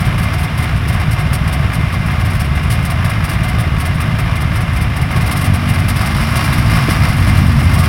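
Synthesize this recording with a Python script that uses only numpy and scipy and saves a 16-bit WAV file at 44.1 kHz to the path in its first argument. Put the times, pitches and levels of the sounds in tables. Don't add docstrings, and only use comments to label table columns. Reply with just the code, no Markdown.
import sys
import numpy as np
from scipy import signal
from scipy.fft import rfft, irfft
from scipy.io import wavfile

SR = 44100
rng = np.random.default_rng(int(sys.argv[2]) if len(sys.argv) > 2 else 0)


def store_pcm(level_fs):
    pcm = np.round(np.clip(level_fs, -1, 1) * 32767).astype(np.int16)
    wavfile.write(sys.argv[1], SR, np.atleast_2d(pcm).T)


N = 347508
TIME = np.arange(N) / SR


def gain_of(db):
    return 10 ** (np.asarray(db) / 20)


def evened(x):
    return x / np.sqrt(np.mean(x ** 2) + 1e-20)


def curve(rows, axis=1):
    rows = np.array(rows)
    return np.interp(TIME, rows[:, 0], rows[:, axis])


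def spectrum_db(points, hz):
    point_hz, db = np.transpose(points)
    return np.interp(np.log(hz + 1), np.log(point_hz), db)


def colour(x, points, peaks=()):
    hz = np.fft.rfftfreq(2 * N, 1 / SR)
    bumps = sum(height / (1 + (2 * (hz - centre) / width) ** 2) for centre, width, height in peaks)
    return irfft(rfft(x, 2 * N) * gain_of(spectrum_db(points, hz) + bumps))[:N]


def clicks(times, sizes):
    at = np.round(np.asarray(times) * SR).astype(int)
    inside = (at >= 0) & (at < N)
    return np.bincount(at[inside], np.asarray(sizes)[inside], N)


def dying(x, seconds):
    return signal.lfilter([1], [1, -np.exp(-1 / (seconds * SR))], x)


def grit():
    return evened(rng.standard_normal(N) * (rng.random(N) < .25))


# start_s, strokes_per_s, opening_0_to_1, firing_evenness_0_to_1
THROTTLE = [(0, 56.4, 0.1, 0.15), (5.1, 54.3, 0.08, 0), (5.25, 52, 0.5, 0.7), (5.45, 47.8, 0.34, .92),
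            (5.82, 45, .4, 0.7), (6.1, 55.5, 0.92, .68), (6.52, 60.2, 1, .78), (6.9, 53.8, 1, 0.65),
            (7.1, 49, 0.87, 0.57), (7.55, 46, 0.74, 0.79), (7.82, 41.8, 1, 0.72)]
# start_s, firings_in_run
HARD_RUNS = [(0.021, 1), (.086, 1), (.210, 2), (.422, 1), (.598, 1), (.758, 1), (.901, 2), (1.086, 2),
             (1.265, 2), (1.417, 2), (1.604, 2), (1.788, 2), (2.006, 2), (2.186, 2), (2.366, 2), (2.517, 2),
             (2.661, 2), (2.786, 2), (3.002, 2), (3.184, 2), (3.365, 2), (3.543, 2), (3.724, 2), (3.905, 2),
             (4.089, 2), (4.272, 2), (4.456, 2), (4.637, 2), (4.820, 2), (5.025, 1), (5.176, 2), (5.505, 2),
             (5.712, 1), (5.859, 1), (6.007, 1), (6.161, 1), (6.490, 1), (6.586, 2), (6.655, 2), (6.730, 3),
             (6.921, 1), (7.016, 1), (7.046, 1), (7.104, 1), (7.198, 2), (7.285, 2), (7.365, 2), (7.420, 3),
             (7.559, 2), (7.669, 1), (7.774, 2)]
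IDLE_ENDS_S = 5.3
IDLE_STROKES = 3


def hard_firings():
    start_s, count = np.array(HARD_RUNS).T
    strokes_apart = np.where(start_s < IDLE_ENDS_S, IDLE_STROKES, 1)
    gap_s = strokes_apart / np.interp(start_s, TIME, curve(THROTTLE))
    return np.concatenate([s + gap * np.arange(round(k)) for s, gap, k in zip(start_s, gap_s, count)])


def weak_strokes(hard):
    hard = np.concatenate([[0], np.sort(hard), [N / SR]])
    turns = np.interp(hard, TIME, np.cumsum(curve(THROTTLE)) / SR)
    steps = np.maximum(np.round(np.diff(turns)), 1).astype(int)
    return np.concatenate([np.linspace(a, b, k + 1)[1:-1] for a, b, k in zip(hard, hard[1:], steps)])


# start_s, level_db
EFFORT = [(0.1, -13), (0.53, -14.5), (0.64, -13.5), (6.21, -12.5), (7.8, -9)]


def pops(hard, weak, pop_db=3.5, scatter_db=1.0, weak_db=-11, weak_scatter_db=4.5,
         follow=0.52, swing_s=0.0021, longer=0.043, lean=0.058):
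    hard_db = pop_db + scatter_db * rng.uniform(-1.77, 1, len(hard))
    half_db = weak_db + weak_scatter_db * rng.uniform(-1.77, 1, len(weak))
    times, levels = np.concatenate([hard, weak]), np.concatenate([hard_db, half_db])
    width_s = swing_s * (1 + longer * curve(THROTTLE, axis=2))
    out = np.zeros(N)
    for s, db in zip(times, levels):
        near = slice(max(round(s * SR) - SR // 60, 0), round(s * SR) + SR // 60)
        u = (TIME[near] - s) / width_s[near]
        swing = (u ** 2 - 1 + lean * u) * np.exp(-u ** 2 / 2)
        out[near] += gain_of(db) * swing
    return gain_of(follow * curve(EFFORT)) * out


# pitch_hz, level_db
MUFFLER = [(12, -33), (25, -19), (40, -10.5), (57, -2), (75, 2), (110, -1.5), (152, -1), (180, -10.5),
           (230, -14.5), (270, -17.5), (350, -25.5), (450, -39.5), (800, -36), (2500, -87)]


def burble(hard, weak, burble_db=-3, puff_s=0.0019, steady=0.58, sweep_s=0.0042):
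    puffs = (steady + dying(clicks(weak, np.ones(len(weak))), puff_s)) * rng.standard_normal(N)
    flow = np.tanh(.5 * evened(colour(puffs, MUFFLER)))
    sweep = signal.windows.gaussian(SR // 20, sweep_s * SR / 2)
    swept = signal.oaconvolve(clicks(hard, np.ones(len(hard))), sweep, "same")
    return gain_of(burble_db + curve(EFFORT)) * evened(flow * (1 - .8 * swept))


# pitch_hz, level_db
PIPE = [(50, -11), (70, -8), (84, 0.5), (94, 3.5), (115, -7.5), (135, -15), (190, -12), (230, -5),
        (265, -14.5), (310, -14.5), (420, -31.5)]


def drone(drone_db=-4, waver_db=3.0, wander=.025):
    knots = np.linspace(0, N / SR, 200)
    waver = [np.interp(TIME, knots, row) for row in rng.standard_normal((7, len(knots)))]
    hz = curve(THROTTLE)
    turns = np.cumsum(hz * (1 + wander * waver[0])) / SR
    orders = np.zeros(N)
    for k in range(1, 7):
        level_db = spectrum_db(PIPE, k * hz) + waver_db * waver[k]
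        orders += gain_of(level_db) * np.cos(2 * np.pi * k * turns)
    evenness = curve(THROTTLE, axis=3)
    return gain_of(drone_db + curve(EFFORT)) * evenness * orders


def cough(at_s=6.886, cough_db=-9):
    t = np.maximum(TIME - at_s, 0)
    modes = [(305, 4.5, 0.042), (480, -7, 0.039), (607, -7, .03)]  # pitch_hz, relative level_db, t60_s
    thud = sum(gain_of(db - 60 * t / t60) * np.sin(2 * np.pi * hz * t) for hz, db, t60 in modes)
    return -gain_of(cough_db) * thud


# start_s, level_db (before scatter), shakes_in_bout
BOUTS = [(0, -36.5, 2), (.178, -35, 2), (.33, -38.5, 3), (.574, -36, 2), (.875, -39, 2), (.997, -39, 1),
         (1.108, -35, 1), (1.185, -37.5, 1), (1.328, -32, 1), (1.473, -36, 2), (1.731, -35, 1),
         (1.923, -39, 1), (2.057, -40.5, 2), (2.198, -39, 3), (2.394, -33.5, 1), (2.551, -41, 1),
         (2.699, -32.5, 1), (2.848, -35, 2), (3.043, -35.5, 2), (3.238, -34, 2), (3.431, -36, 2),
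         (3.582, -38, 1), (3.801, -35.5, 2), (4.001, -35.5, 1), (4.183, -35.5, 1), (4.353, -37.5, 2),
         (4.555, -37, 2), (4.759, -36.5, 2), (4.961, -37, 2), (5.107, -38, 3), (5.259, -32.5, 4),
         (5.44, -31, 1), (5.535, -34, 1), (5.686, -35, 3), (5.881, -31.5, 1), (5.957, -32, 3),
         (6.206, -36, 1), (6.354, -30, 1), (6.438, -32, 1), (6.526, -35, 2), (6.70, -35, 2),
         (6.897, -31.5, 1), (7.034, -37, 2), (7.273, -35.5, 1), (7.372, -41, 1), (7.59, -39, 1),
         (7.735, -34, 4)]
SHAKE_GAP_S = .05
SHAKE_S, LONE_SHAKE_S = 0.024, 0.032


def shakes(scatter_db=2.1, stretch=.2):
    rows = []
    for start_s, level_db, count in BOUTS:
        length_s = SHAKE_S if round(count) > 1 else LONE_SHAKE_S
        rows += [(start_s + k * SHAKE_GAP_S, level_db, length_s) for k in range(round(count))]
    s, db, length = np.array(rows).T
    louder, longer = rng.uniform(-1, 1, (2, len(s)))
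    return np.transpose([s, db + scatter_db * louder, length * (1 + stretch * longer)])


def stray_shakes(strokes, stray_db=-43, throttle_db=3, share=.06, length_s=0.027):
    s = strokes[rng.random(len(strokes)) < share]
    db = stray_db + throttle_db * np.interp(s, TIME, curve(THROTTLE, axis=2))
    return np.transpose([s, db, np.full(len(s), length_s)])


# pitch_hz, level_db
CHATTER = [(1500, -16), (2800, -1), (4200, -4), (5400, 0), (6200, -10), (7400, -11), (8600, -1), (10000, 0),
           (11200, -2), (12500, -7), (16000, -8)]


def chatter(rattles, chatter_db=4.5, rise_s=0.0047, tail_s=.009, hold=.75, varied=0.13):
    bright_env, dull_env = np.zeros(N), np.zeros(N)
    t = np.arange(SR // 8) / SR
    for (s, db, length), dullness in zip(rattles, rng.uniform(-0.29, 1, len(rattles))):
        burst = np.minimum(t / rise_s, 1) * np.exp(-np.maximum(t - hold * length, 0) / tail_s)
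        first = min(max(round(s * SR), 0), N)
        burst = gain_of(db) * burst[:N - first]
        bright_env[first:first + len(burst)] += burst
        dull_env[first:first + len(burst)] += dullness * burst
    spray = evened(colour(grit(), CHATTER))
    dull = signal.lfilter(*signal.butter(2, 6000, fs=SR), spray)
    return gain_of(chatter_db) * (bright_env * spray + varied * dull_env * dull)


# pitch_hz, level_db, t60_s
CLUTCH = [(729.6, -1.5, .14), (1131, -9, 0.091), (2113, -0.5, 0.049), (2090, 0, 0.072), (2335, -10, 0.038),
          (4600, -19, .04), (5520, -12, .025)]


def clutch(strokes, jerks, ring_db=-35, lag_s=.02, tap_size=0.17):
    knock_times = jerks + lag_s + 0.00393 * rng.random(len(jerks))
    knocks = clicks(knock_times, np.ones(len(jerks)))
    taps = clicks(strokes, tap_size * rng.uniform(-1.26, 1, len(strokes)))
    t = np.arange(SR // 3) / SR
    ring = sum(gain_of(level - 60 * t / t60) * np.sin(2 * np.pi * hz * t) for hz, level, t60 in CLUTCH)
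    ring = ring * (1 - np.exp(-t / 0.0033))
    return gain_of(ring_db) * evened(signal.oaconvolve(knocks + taps, ring)[:N])


# pitch_hz, level_db
HOOD = [(120, -16), (300, -5), (430, -7), (640, -.5), (850, -2.5), (1150, 1.5), (1400, 0), (1750, 0),
        (2300, -4), (2900, -6), (4100, -15), (5550, -15), (6100, -25), (7300, -29), (10000, -22),
        (12500, -29), (16000, -31)]
# pitch_hz, level_db
RASP = [(300, -8), (600, -8), (950, 3), (1200, 5), (1900, -3), (3600, -9), (4600, -3), (5600, -3),
        (6100, -16), (7300, -18), (10000, -9), (12500, -16), (16000, -19)]
# pitch_hz, width_hz, level_db
PANELS = [(667, 96, 3), (1102, 24, 6), (1202, 24, 5.5), (1660, 27, 3), (2093, 85, 8.5), (2344, 21, 8),
          (2416, 36, 6.5), (2792, 43, 6), (2950, 39, 1), (3635, 85, 4.5), (4390, 73, -9.5),
          (5700, 110, -3.5)]


def clatter(strokes, jerks, clatter_db=-24.5, throttle_db=3, rasp_db=-27, surge_db=2.26,
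            slap=0.33, lag_s=.004, knock_s=0.015):
    size, slip = rng.random((2, len(strokes)))
    slaps = clicks(strokes + lag_s + .002 * slip, 0.076 + size)
    knocks = evened(dying(slaps, knock_s))
    fan = rng.standard_normal(N)
    body = evened(colour(fan + 2 * slap * knocks * grit(), HOOD, PANELS))
    rasp = evened(colour((1 + 1.1 * knocks) * grit(), RASP, PANELS))
    opening = curve(THROTTLE, axis=2)
    mix = gain_of(clatter_db + throttle_db * opening) * body + gain_of(rasp_db) * opening * rasp
    jerk = dying(clicks(jerks, np.ones(len(jerks))), 0.026)
    return gain_of(surge_db * (jerk - jerk.mean())) * mix


def scene():
    hard = hard_firings()
    weak = weak_strokes(hard)
    strokes = np.sort(np.concatenate([weak, hard]))
    rattles = shakes()
    jerks = rattles[:, 0]
    exhaust = pops(hard, weak) + burble(hard, weak) + drone() + cough()
    drive = chatter(np.vstack([rattles, stray_shakes(strokes)])) + clutch(strokes, jerks)
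    return (exhaust + drive + clatter(strokes, jerks))[None]


EDGE_HZ = 16050


def record(dry):
    low_pass = signal.firwin(511, EDGE_HZ, window=("kaiser", 9), fs=SR)
    return signal.oaconvolve(np.clip(dry, -1, 1), low_pass[None], "same")


dry = scene()
out = record(dry)
store_pcm(out)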